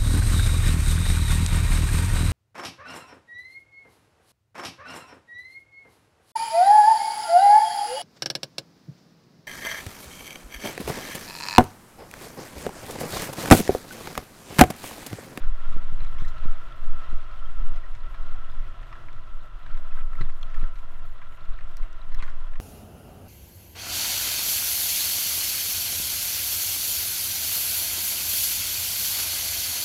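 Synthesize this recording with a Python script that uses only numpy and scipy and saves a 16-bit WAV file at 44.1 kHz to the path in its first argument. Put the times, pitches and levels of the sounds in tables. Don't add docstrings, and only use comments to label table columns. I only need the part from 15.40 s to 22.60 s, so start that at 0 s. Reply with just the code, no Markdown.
import sys
import numpy as np
from scipy import signal
from scipy.fft import rfft, irfft
from scipy.io import wavfile
from scipy.ndimage import uniform_filter1d

SR = 44100
rng = np.random.default_rng(int(sys.argv[2]) if len(sys.argv) > 2 else 0)


def dump(signal):
    limited = np.clip(np.atleast_2d(signal).T, -1, 1)
    pcm = np.round(limited * 32767).astype(np.int16)
    wavfile.write(sys.argv[1], SR, pcm)


N = 317564


def from_db(db):
    return 10 ** (np.asarray(db) / 20)


def rms_one(x):
    return x / np.sqrt(np.mean(x ** 2) + 1e-20)


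def curves(rows):
    times, *columns = np.transpose(rows)
    return [np.interp(np.arange(N) / SR, times, column) for column in columns]


def drift(rate_hz):
    r = np.exp(-80 * np.pi * rate_hz / SR)
    slow = signal.lfilter([1], [1, -2 * r, r * r], rng.standard_normal(N // 40 + 2002))[2000:]
    return np.interp(np.arange(N) / 40, np.arange(len(slow)), rms_one(slow))


def colour(x, spectrum, rings=()):
    size = 16384
    hz = np.arange(size // 2 + 1) * SR / size + 1
    hz_points, db_points = np.transpose(spectrum)
    db = np.interp(np.log(hz), np.log(np.r_[1, hz_points, SR]), np.r_[-120, db_points, db_points[-1] - 20])
    for centre_hz, width_hz, boost_db in rings:
        db += boost_db / (1 + (2 * (hz - centre_hz) / width_hz) ** 2)
    cepstrum = irfft(np.log(from_db(db)))
    cepstrum[1:size // 2] *= 2
    cepstrum[size // 2 + 1:] = 0
    response = irfft(np.exp(rfft(cepstrum)))
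    return signal.fftconvolve(x, response / np.sqrt(np.sum(response ** 2)))[:len(x)]


def ring(x, hz, width_hz):
    r = np.exp(-np.pi * width_hz / SR)
    feedback = [1, -2 * r * np.cos(2 * np.pi * hz / SR), r * r]
    return signal.lfilter(np.array([1, 0, -1]) * (1 - r * r) / 2, feedback, x)


def ring_twice(x, hz, width_hz):
    return ring(ring(x, hz, width_hz), hz, width_hz)


def grains(per_s, spread_db):
    sizes = from_db(spread_db * np.minimum(rng.exponential(1, N), 5)) * rng.choice([-1, 1], N)
    return rms_one(sizes * (rng.random(N) < per_s / SR))


# (pitch [Hz], relative level [dB])
HISS_SPECTRUM = [(3000, 4), (5000, 7.5), (8000, 0), (12500, -5), (13100, -46), (15000, -36)]

def hiss(effort_db):
    slow_db = uniform_filter1d(effort_db, size=20000)
    level_db = -76 + 0.93 * (slow_db - slow_db.mean()) + 2 * drift(13)
    return from_db(level_db) * colour(rng.standard_normal(N), HISS_SPECTRUM)


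# (start [s], length [s], level [dB])
CHIRR_SPELLS = [(.148, 0.087, -79), (.298, .097, -77), (.468, 0.1, -76), (0.658, .1, -77),
                (0.785, 0.12, -71.5), (1.045, .09, -78), (1.198, .09, -78), (1.358, 0.083, -78),
                (1.578, .04, -83), (1.76, .035, -83), (1.955, 0.029, -83), (2.148, 0.033, -79),
                (2.3, .045, -78), (2.48, .035, -78), (2.695, .06, -79), (2.865, .04, -81),
                (3.088, .035, -78), (3.238, .045, -81), (3.468, .04, -83), (3.648, .03, -78),
                (3.946, .04, -78), (4.03, .035, -79), (4.188, .035, -79), (4.37, .06, -79),
                (4.548, 0.11, -76), (4.748, .097, -78), (4.948, .095, -76), (5.148, .09, -76),
                (5.338, .097, -76), (5.51, 0.084, -76), (5.652, .095, -75), (5.888, .085, -76),
                (6.038, .025, -82), (6.275, .045, -79), (6.44, .05, -81), (6.658, .045, -81),
                (6.828, .05, -78), (7.038, .035, -79)]
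# (pitch [Hz], width [Hz], relative level [dB], base level between chirrs [dB])
CHIRR_RINGS = [(7030, 340, -1.5, -84), (8270, 610, -3, -81.5), (9340, 650, -6, -87),
               (11050, 500, -2.5, -83), (11950, 720, -1, -88.5), (13700, 1000, 1, -105)]

def chirr():
    gate = np.zeros(N)
    for start, length, db in CHIRR_SPELLS:
        gate[round(start * SR):round((start + length) * SR)] = from_db(db)
    gate = uniform_filter1d(gate, size=300)
    clicks = from_db(2 * drift(45)) * grains(per_s=2500, spread_db=1.8)
    out = np.zeros(N)
    for hz, width_hz, db, rest_db in CHIRR_RINGS:
        flicker = from_db(db - 5.5 + 1.5 * drift(40))
        out += (gate + from_db(rest_db)) * flicker * rms_one(ring_twice(clicks, hz, width_hz))
    return out


# (time [s], level [dB])
WIND_GUSTS = [(0.02, -34), (0.14, -52), (0.2, -51), (0.38, -31), (0.46, -47), (0.63, -39), (0.67, -50),
              (0.69, -47), (0.81, -32), (0.93, -47), (0.97, -38), (1.09, -42), (1.15, -50), (1.27, -44),
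              (1.49, -43.5), (1.53, -33), (1.61, -45), (1.75, -35), (1.83, -54), (2.02, -42), (2.18, -52),
              (2.22, -43), (2.26, -55), (2.32, -38), (2.46, -53), (2.56, -42), (2.62, -52), (2.72, -40),
              (2.76, -47), (2.8, -41), (3.14, -52), (3.18, -41), (3.33, -46), (3.81, -58), (3.85, -41),
              (4.13, -67), (4.29, -46), (4.69, -48), (4.81, -42), (4.87, -50), (4.98, -51), (5.02, -38),
              (5.1, -51), (5.22, -42), (5.44, -51), (5.72, -47), (5.82, -61), (5.88, -45), (5.92, -56),
              (6.13, -46), (6.17, -58), (6.21, -44), (6.37, -57), (6.41, -48), (6.57, -48), (6.83, -42.5),
              (6.87, -52), (6.93, -47), (6.97, -53), (7.15, -45)]

def wind():
    gust_db, = curves(WIND_GUSTS)
    shaking = ring_twice(rng.standard_normal(N), hz=40.7, width_hz=28)
    return from_db(gust_db - 2.5) * rms_one(shaking)


# (pitch [Hz], relative level [dB])
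RUMBLE_SPECTRUM = [(12, -13), (22, -8), (40, -10), (55, -11), (75, -9.5), (128, -13), (205, -24.5),
                   (348, -29.5), (420, -43), (550, -79)]

def rumble(level_db):
    lumps = from_db(0.68 * drift(34)) * rng.standard_normal(N)
    return from_db(level_db) * rms_one(colour(lumps, RUMBLE_SPECTRUM, rings=[(121, 25, 6.1)]))


# (time [s], peak level [dB])
WHEEL_THUDS = [(0.088, -16), (.27, -20), (.36, -21.5), (.53, -25), (.64, -21.5), (.73, -36), (.82, -19),
               (1.04, -18), (1.26, -31), (1.5, -29), (1.74, -31), (1.88, -38), (2.02, -30), (2.19, -21),
               (2.36, -23), (2.48, -22), (2.6, -34), (2.72, -25.5), (2.82, -21.5), (2.92, -29), (3.17, -23),
               (3.4, -27.5), (3.93, -33), (4.15, -31.5), (4.33, -20), (4.53, -31), (4.66, -31), (4.8, -25),
               (5.15, -24), (5.24, -24), (5.35, -28), (5.62, -43), (5.94, -49), (6.08, -25), (6.239, -32),
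               (6.401, -24), (6.77, -23), (7.1, -30)]

def shudder_level(rest_db=-42, rise_db_per_s=288.5, fall_db_per_s=299):
    t = np.arange(0, N + 100, 100) / SR
    power = from_db(2 * rest_db)
    for time, peak_db in WHEEL_THUDS:
        below_peak_db = np.maximum(rise_db_per_s * (time - t), fall_db_per_s * (t - time))
        power = power + from_db(2 * (peak_db - below_peak_db))
    return np.interp(np.arange(N) / SR, t, 10 * np.log10(power))


def wobble(hz, wander, wander_hz):
    pace_hz = hz * np.exp(wander * drift(wander_hz))
    return np.sqrt(2) * np.sin(2 * np.pi * (np.cumsum(pace_hz) / SR + rng.random()))


# (time [s], sway level [dB], rumble level [dB])
MOUNT_LEVELS = [(0.04, -14, -46.5), (0.17, -21.5, -57.5), (0.34, -11, -48), (0.5, -17.5, -49.5),
                (0.75, -17.5, -48.5), (0.83, -14, -48), (0.97, -22.5, -49.5), (1.05, -8, -58),
                (1.15, -21, -53), (1.37, -27.5, -54), (1.46, -13, -53), (1.54, -14.5, -66),
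                (1.63, -30.5, -49.5), (1.74, -13, -62), (1.84, -27.5, -57), (2.28, -10.5, -55),
                (2.34, -23, -58.5), (2.63, -20, -52.5), (2.69, -35.5, -53.5), (2.79, -19.5, -51),
                (3.25, -23, -50), (3.46, -45.5, -53), (3.66, -30.5, -48), (3.96, -19, -59),
                (4.06, -38.5, -51.5), (4.22, -31.5, -56), (4.3, -26, -50), (4.4, -20.5, -53),
                (4.73, -20.5, -54), (4.83, -15, -41.5), (4.95, -22, -58), (5.23, -15, -48),
                (5.35, -39, -60), (5.39, -22, -53.5), (5.72, -24.5, -55), (5.93, -33, -54),
                (6.2, -26.5, -52.5), (6.42, -27, -53.5), (6.52, -31.5, -60.5), (6.63, -17.5, -53),
                (6.73, -22, -55), (6.9, -22, -51), (7.15, -21, -62.5)]

def mount(travel=0.46):
    sway_db, rumble_db = curves(MOUNT_LEVELS)
    rumble_db += drift(6.8)
    shudder_db = shudder_level() + 2.5 * drift(22)
    quick_db = shudder_db - uniform_filter1d(shudder_db, size=20000)
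    sway_db += 0.3 * quick_db + 1.5 * drift(8.6)
    rumble_db += 0.11 * quick_db
    lurch = from_db(-6) * rms_one(ring_twice(rng.standard_normal(N), hz=7.04, width_hz=5.7))
    sway = wobble(hz=10.5, wander=0.2, wander_hz=2.96)
    shudder = wobble(hz=22.48, wander=0.27, wander_hz=5.88)
    swing = from_db(sway_db) * (sway + lurch) + from_db(shudder_db) * shudder
    swing = travel * np.tanh(swing / travel)
    swing = signal.sosfilt(signal.butter(4, 34, fs=SR, output="sos"), swing)
    return swing + wind() + rumble(rumble_db)


# (time [s], level [dB], direction [+1 or -1], length [s], level of the frame's ring [dB])
BUMPS = [(.3385, -55, -1, .003, -40), (0.366, -26, 1, 0.0016, -65), (0.526, -31, 1, 0.0041, -34),
         (.6253, -31, 1, 0.0069, -40), (.8225, -25.5, 1, 0.0039, -47), (1.0571, -26, 1, 0.0027, -33),
         (1.547, -36.5, 1, 0.0034, -39), (1.7314, -29, 1, 0.0034, -38.5), (2.22, -38, 1, 0.0023, -35.5),
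         (2.322, -36.5, 1, 0.0027, -66), (4.8095, -27.5, -1, 0.0034, -19), (5.232, -27, 1, 0.003, -49),
         (6.828, -35, 1, 0.0037, -65)]
# (pitch [Hz], time to fade by 60 dB [s], relative level [dB])
FRAME_RINGS = [(140.5, 0.14, -12), (346, 0.097, -19)]

def jolts():
    out, blows = np.zeros(N), np.zeros(N)
    t = np.arange(-1000, 1000) / SR
    for time, db, direction, length, ring_db in BUMPS:
        at = round(time * SR)
        flip = np.tanh(t / (0.25 * length)) * np.exp(-np.abs(t) / length)
        out[at - 1000:at + 1000] += direction * from_db(db) * flip
        blows[at] = direction * from_db(ring_db)
    for hz, fade_s, db in FRAME_RINGS:
        r, angle = from_db(-60 / (fade_s * SR)), 2 * np.pi * hz / SR
        ringing = signal.lfilter([0, np.sin(angle)], [1, -2 * r * np.cos(angle), r * r], blows + 1e-18)
        out += from_db(db) * ringing
    return out


# (time [s], pitch [Hz], level [dB], time to fade by 60 dB [s])
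STONE_PINGS = [(.033, 1504, -44.5, .06), (.604, 4000, -52, .025), (.634, 4010, -48, 0.022),
               (.646, 5100, -49, .015), (.656, 3300, -51, .035), (.666, 3850, -54, .025),
               (.781, 3300, -51, .05), (.799, 3570, -54, .08), (.801, 5950, -68, .06),
               (.848, 1870, -39.5, 0.053), (.878, 4020, -47, .035), (.884, 7280, -57, .05),
               (1.991, 3050, -52, .05), (2.054, 3200, -50, 0.059), (2.604, 4000, -59, .04),
               (2.828, 3950, -50, .02), (2.862, 2700, -62, 0.036), (3.045, 2870, -50, .04),
               (3.243, 1990, -44, .03), (2.432, 1890, -45.5, .06), (3.115, 5000, -62, 0.049),
               (4.51, 2580, -52, .05), (4.573, 1544, -44, 0.066), (4.809, 4100, -47, 0.072),
               (4.842, 3520, -60, 0.062), (5.029, 4180, -41, 0.018), (5.384, 3970, -58, .05),
               (5.545, 2060, -49, .04), (5.867, 3400, -59, .05), (6.032, 3500, -50, .025),
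               (6.369, 5690, -52, .05), (6.369, 7860, -47, .015), (6.424, 4010, -58, .04),
               (6.507, 4150, -55, .02), (6.615, 3910, -51, .025), (6.744, 4070, -51, .04),
               (6.826, 3000, -51, .05)]

def pings(rise_s=0.00083, size=6000):
    out, t = np.zeros(N + size), np.arange(size) / SR
    for time, hz, db, fade_s in STONE_PINGS:
        at = round(time * SR)
        loudness = (1 - np.exp(-t / rise_s)) * from_db(db - 60 * t / fade_s)
        out[at:at + size] += loudness * np.sin(2 * np.pi * (hz * t + rng.random()))
    rattle = from_db(3 * drift(120))
    return out[:N] * rattle


def strike(chatter, length, hz, width_hz):
    t = np.arange(len(chatter)) / SR
    burst = chatter * np.exp(-t / max(length, 0.0003))
    burst[0] = 3.3
    rung = ring_twice(burst, hz, width_hz)
    return rung / np.abs(rung).max()


def small_knocks(per_s=4, length=0.004):
    draws = rng.random((round(per_s * N / SR), 7))
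    dull_db, crunch_db, tick_db, snap_db = ([-59, -57, -59, -67] + 10 * (draws[:, :4] - 0.5)).T
    times = draws[:, 4] * (N - 1) / SR
    crunch_hz, tick_hz = 1450 + 1000 * draws[:, 5], 2700 + 1500 * draws[:, 6]
    lengths = np.full(len(draws), length)
    return list(zip(times, dull_db, crunch_db, crunch_hz, tick_db, tick_hz, snap_db, lengths))


# (time [s], dull knock level [dB], crunch level [dB],
# crunch pitch [Hz], tick level [dB], tick pitch [Hz], snap level [dB], fade time [s])
LOOSE_KNOCKS = [(0.234, -47, -63, 2110, -54, 3220, -71, 0.0053),
                (.273, -58, -52, 2500, -56, 3700, -56, .005), (0.323, -45, -49, 2520, -49, 3380, -55, .02),
                (0.605, -58, -45, 1830, -52, 4090, -70, 0.0044),
                (0.647, -63, -45, 1990, -50, 3500, -52, 0.0089),
                (0.668, -54, -64, 2260, -53, 4000, -65, .005),
                (0.784, -46, -50, 2260, -53, 2930, -52, 0.015),
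                (0.799, -51, -43, 1520, -49, 3470, -50, 0.024),
                (0.85, -59, -49, 1840, -52, 4060, -52, 0.01),
                (0.881, -62, -50, 1810, -52, 4100, -47, 0.016),
                (0.98, -58, -48, 1590, -51, 4000, -56, 0.0097),
                (1.035, -44, -42, 1490, -52, 3800, -61, .02), (1.119, -62, -63, 1810, -52, 3010, -54, .005),
                (1.323, -58, -55, 2400, -48, 3320, -62, .004),
                (1.698, -43, -60, 1660, -56, 3960, -67, 0.0064),
                (2.36, -59, -46, 1860, -54, 2900, -52, 0.0059),
                (2.55, -61, -44, 1820, -49, 3670, -50.5, 0.0077),
                (2.744, -46, -39, 1400, -53, 3400, -73, 0.0073),
                (3.429, -64, -43, 1620, -58, 2480, -69, 0.0044),
                (3.527, -34, -38.5, 1780, -55, 4840, -73, 0.0065),
                (3.554, -57, -39, 1560, -65, 2820, -77, .005),
                (3.685, -58, -37, 1660, -70, 2950, -73, 0.0066),
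                (3.729, -60, -52, 1600, -55, 3400, -52, .003),
                (4.231, -63, -61, 2200, -56, 4000, -64, .004),
                (4.263, -48, -39, 1550, -51.5, 3720, -64, 0.0067),
                (4.351, -63, -45, 1960, -54, 3210, -69, .004),
                (4.375, -61, -44, 1770, -49, 3340, -54, 0.0046),
                (4.52, -48, -43, 1560, -60, 2560, -77, 0.011),
                (4.585, -45, -44, 2000, -67, 2670, -74, 0.013),
                (4.731, -55, -38.5, 1480, -72, 3080, -77, 0.0067),
                (4.752, -47, -42, 2000, -68, 3290, -71, 0.0071),
                (4.81, -40, -32, 1710, -44, 3900, -62, 0.0096),
                (4.85, -60, -49, 1510, -53, 3570, -77, .005),
                (4.896, -51, -42, 1710, -66, 2540, -74, 0.0046),
                (4.921, -51, -59, 2300, -62, 4540, -60, 0.004),
                (5.012, -48, -52, 2200, -64, 3780, -52, .004),
                (5.029, -45, -41.5, 2680, -39, 3170, -45.5, 0.0025),
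                (5.101, -62, -48, 1950, -62, 3300, -57, .005),
                (5.142, -50, -41, 1600, -59, 4630, -58, 0.012),
                (5.195, -48, -50, 2020, -53, 3850, -62, 0.008),
                (5.213, -44, -44.5, 2400, -63, 4700, -71, 0.0043),
                (5.239, -56, -37.5, 1540, -68, 2520, -73, 0.0049),
                (5.356, -65, -48, 1920, -57, 3880, -64, 0.009),
                (5.386, -57, -50, 2360, -54, 2900, -56, .0061),
                (5.816, -45, -40.5, 1660, -72, 2950, -70, 0.012),
                (6.188, -61, -38, 1720, -73, 2520, -73, 0.003),
                (6.209, -49, -43, 1980, -68, 2560, -78, 0.003),
                (6.369, -60, -46, 1820, -72, 4540, -39.5, 0.0041),
                (6.428, -53, -45, 2180, -56, 4010, -74, 0.0055),
                (6.529, -69, -61, 2200, -52, 3580, -48, 0.0026),
                (6.719, -49, -46, 1610, -55, 4070, -68, 0.0075),
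                (6.746, -66, -40.5, 1790, -54, 3800, -40.5, 0.0061),
                (6.79, -45, -47, 2330, -45, 3430, -62, 0.008),
                (6.803, -43, -41, 2130, -59, 2970, -76, 0.015),
                (6.824, -33, -30, 1510, -43, 3970, -45.5, 0.005),
                (6.832, -50, -36.5, 1660, -52, 2950, -49.5, 0.022),
                (6.878, -47, -36.5, 1530, -60, 3600, -65, 0.015),
                (6.897, -61, -50, 1720, -65, 4000, -54, 0.012),
                (7.135, -49, -42.5, 1840, -66, 3200, -76, 0.0056),
                (7.156, -44, -40.5, 1840, -66, 3490, -64, 0.0044)]

def knocks(size=2200, hard_snap_db=-40.5):
    out = np.zeros(N)
    rows = LOOSE_KNOCKS + small_knocks()
    for time, dull_db, crunch_db, crunch_hz, tick_db, tick_hz, snap_db, length in rows:
        chatter = rng.standard_normal(size)
        dull = from_db(dull_db) * strike(chatter, length, hz=1120, width_hz=244)
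        crunch = from_db(crunch_db) * strike(chatter, length, crunch_hz, width_hz=800)
        tick = from_db(tick_db) * strike(chatter, length, tick_hz, width_hz=810)
        clink = from_db(tick_db - 12) * strike(chatter, 0.29 * length, tick_hz, width_hz=200)
        snap = from_db(snap_db) * strike(chatter, 0.63 * length, hz=5060, width_hz=2330)
        spit_db = snap_db - 5 + 1.3 * (snap_db - hard_snap_db)
        spit = from_db(spit_db) * strike(chatter, 0.44 * length, hz=12400, width_hz=6200)
        at = round(time * SR)
        out[at:at + size] += (dull + crunch + tick + clink + snap + spit)[:N - at]
    return out


def pebbles():
    clicks = grains(per_s=400, spread_db=2.2)
    pitch_choice = rng.integers(0, 12, N)
    clicks *= from_db(4 * drift(7.8))
    out = np.zeros(N)
    for k, hz in enumerate(np.geomspace(1500, 4200, 12)):
        gain = from_db(-7 * np.log2(hz / 1500))
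        out += gain * ring_twice(clicks * (pitch_choice == k) + 1e-18, hz, width_hz=hz / 6)
    return rms_one(out)


# (time [s], effort [dB], whirr level [dB])
TYRE_EFFORT = [(0.04, -44.5, -51.5), (0.06, -49.5, -55), (0.3, -47.5, -50), (0.55, -48, -55),
               (1.01, -47.5, -49.5), (1.44, -49, -54), (1.68, -46.5, -48.5), (1.8, -49.5, -52.5),
               (2.16, -48.5, -52.5), (2.61, -51.5, -55), (2.67, -49, -52), (3.5, -51.5, -56.5),
               (3.52, -48, -48), (3.56, -50.5, -54), (3.94, -54, -56.5), (4.53, -51.5, -55),
               (4.61, -47, -49), (4.65, -56, -56.5), (4.81, -48, -50.5), (4.85, -51, -55),
               (4.93, -54, -60.5), (5.1, -50, -54.5), (5.25, -48.5, -51), (5.33, -53.5, -56),
               (5.5, -53.5, -60.5), (5.78, -53, -57.5), (5.95, -54.5, -54), (6.1, -52, -54.5),
               (6.2, -53.5, -56.5), (6.32, -51.5, -55.5), (6.7, -52.5, -59), (6.77, -50.5, -58),
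               (6.83, -48, -60), (6.87, -50.5, -57), (7.15, -53.5, -58.5)]
# (pitch [Hz], relative level [dB])
ROAR_SPECTRUM = [(300, -10), (480, -15), (880, -14), (1200, -4.5), (1600, -22.5), (2000, -31),
                 (2500, -30.5)]
# (pitch [Hz], relative level [dB])
GRIT_SPECTRUM = [(1100, -6.5), (1500, 2.5), (2050, -6), (2400, -6), (3600, -7.5), (4300, -16),
                 (6000, -19.5), (8000, -40), (11000, -49.5)]
# (pitch [Hz], width [Hz], boost [dB])
CASE_RINGS = [(359, 15.7, 8), (640, 219, 11.5), (1017, 128, 7.5), (1950, 300, 7.5), (2744, 340, 5),
              (3290, 260, 4), (4060, 43, 7)]

def tyres():
    effort_db, whirr_db = curves(TYRE_EFFORT)
    effort_db -= effort_db.mean()
    roar_db, grit_db = -55 + 0.58 * effort_db, -58 + 0.9 * effort_db
    whirr_db += 0.8 * drift(4.7)
    rough_patches = drift(15.7)
    beats = from_db(1.03 * rough_patches) * grains(per_s=6000, spread_db=2.58)
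    cracks = from_db(0.75 * rough_patches + 0.61 * drift(30)) * grains(per_s=12000, spread_db=0.67)
    roar = rms_one(colour(beats, ROAR_SPECTRUM, CASE_RINGS))
    whirr = rms_one(ring(ring(beats, hz=1290, width_hz=85), hz=1345, width_hz=85))
    grit = rms_one(colour(cracks, GRIT_SPECTRUM, CASE_RINGS)) + from_db(-8) * pebbles()
    return from_db(roar_db) * roar + from_db(whirr_db) * whirr + from_db(grit_db) * grit


def scene():
    effort_db, _ = curves(TYRE_EFFORT)
    return (hiss(effort_db) + mount() + jolts() + tyres() + knocks() + pings() + chirr())[None]


def record(dry, cutoff_hz=15300):
    return signal.sosfilt(signal.cheby2(22, 60, cutoff_hz, fs=SR, output="sos"), dry)


dry = scene()
out = record(dry)
dump(out)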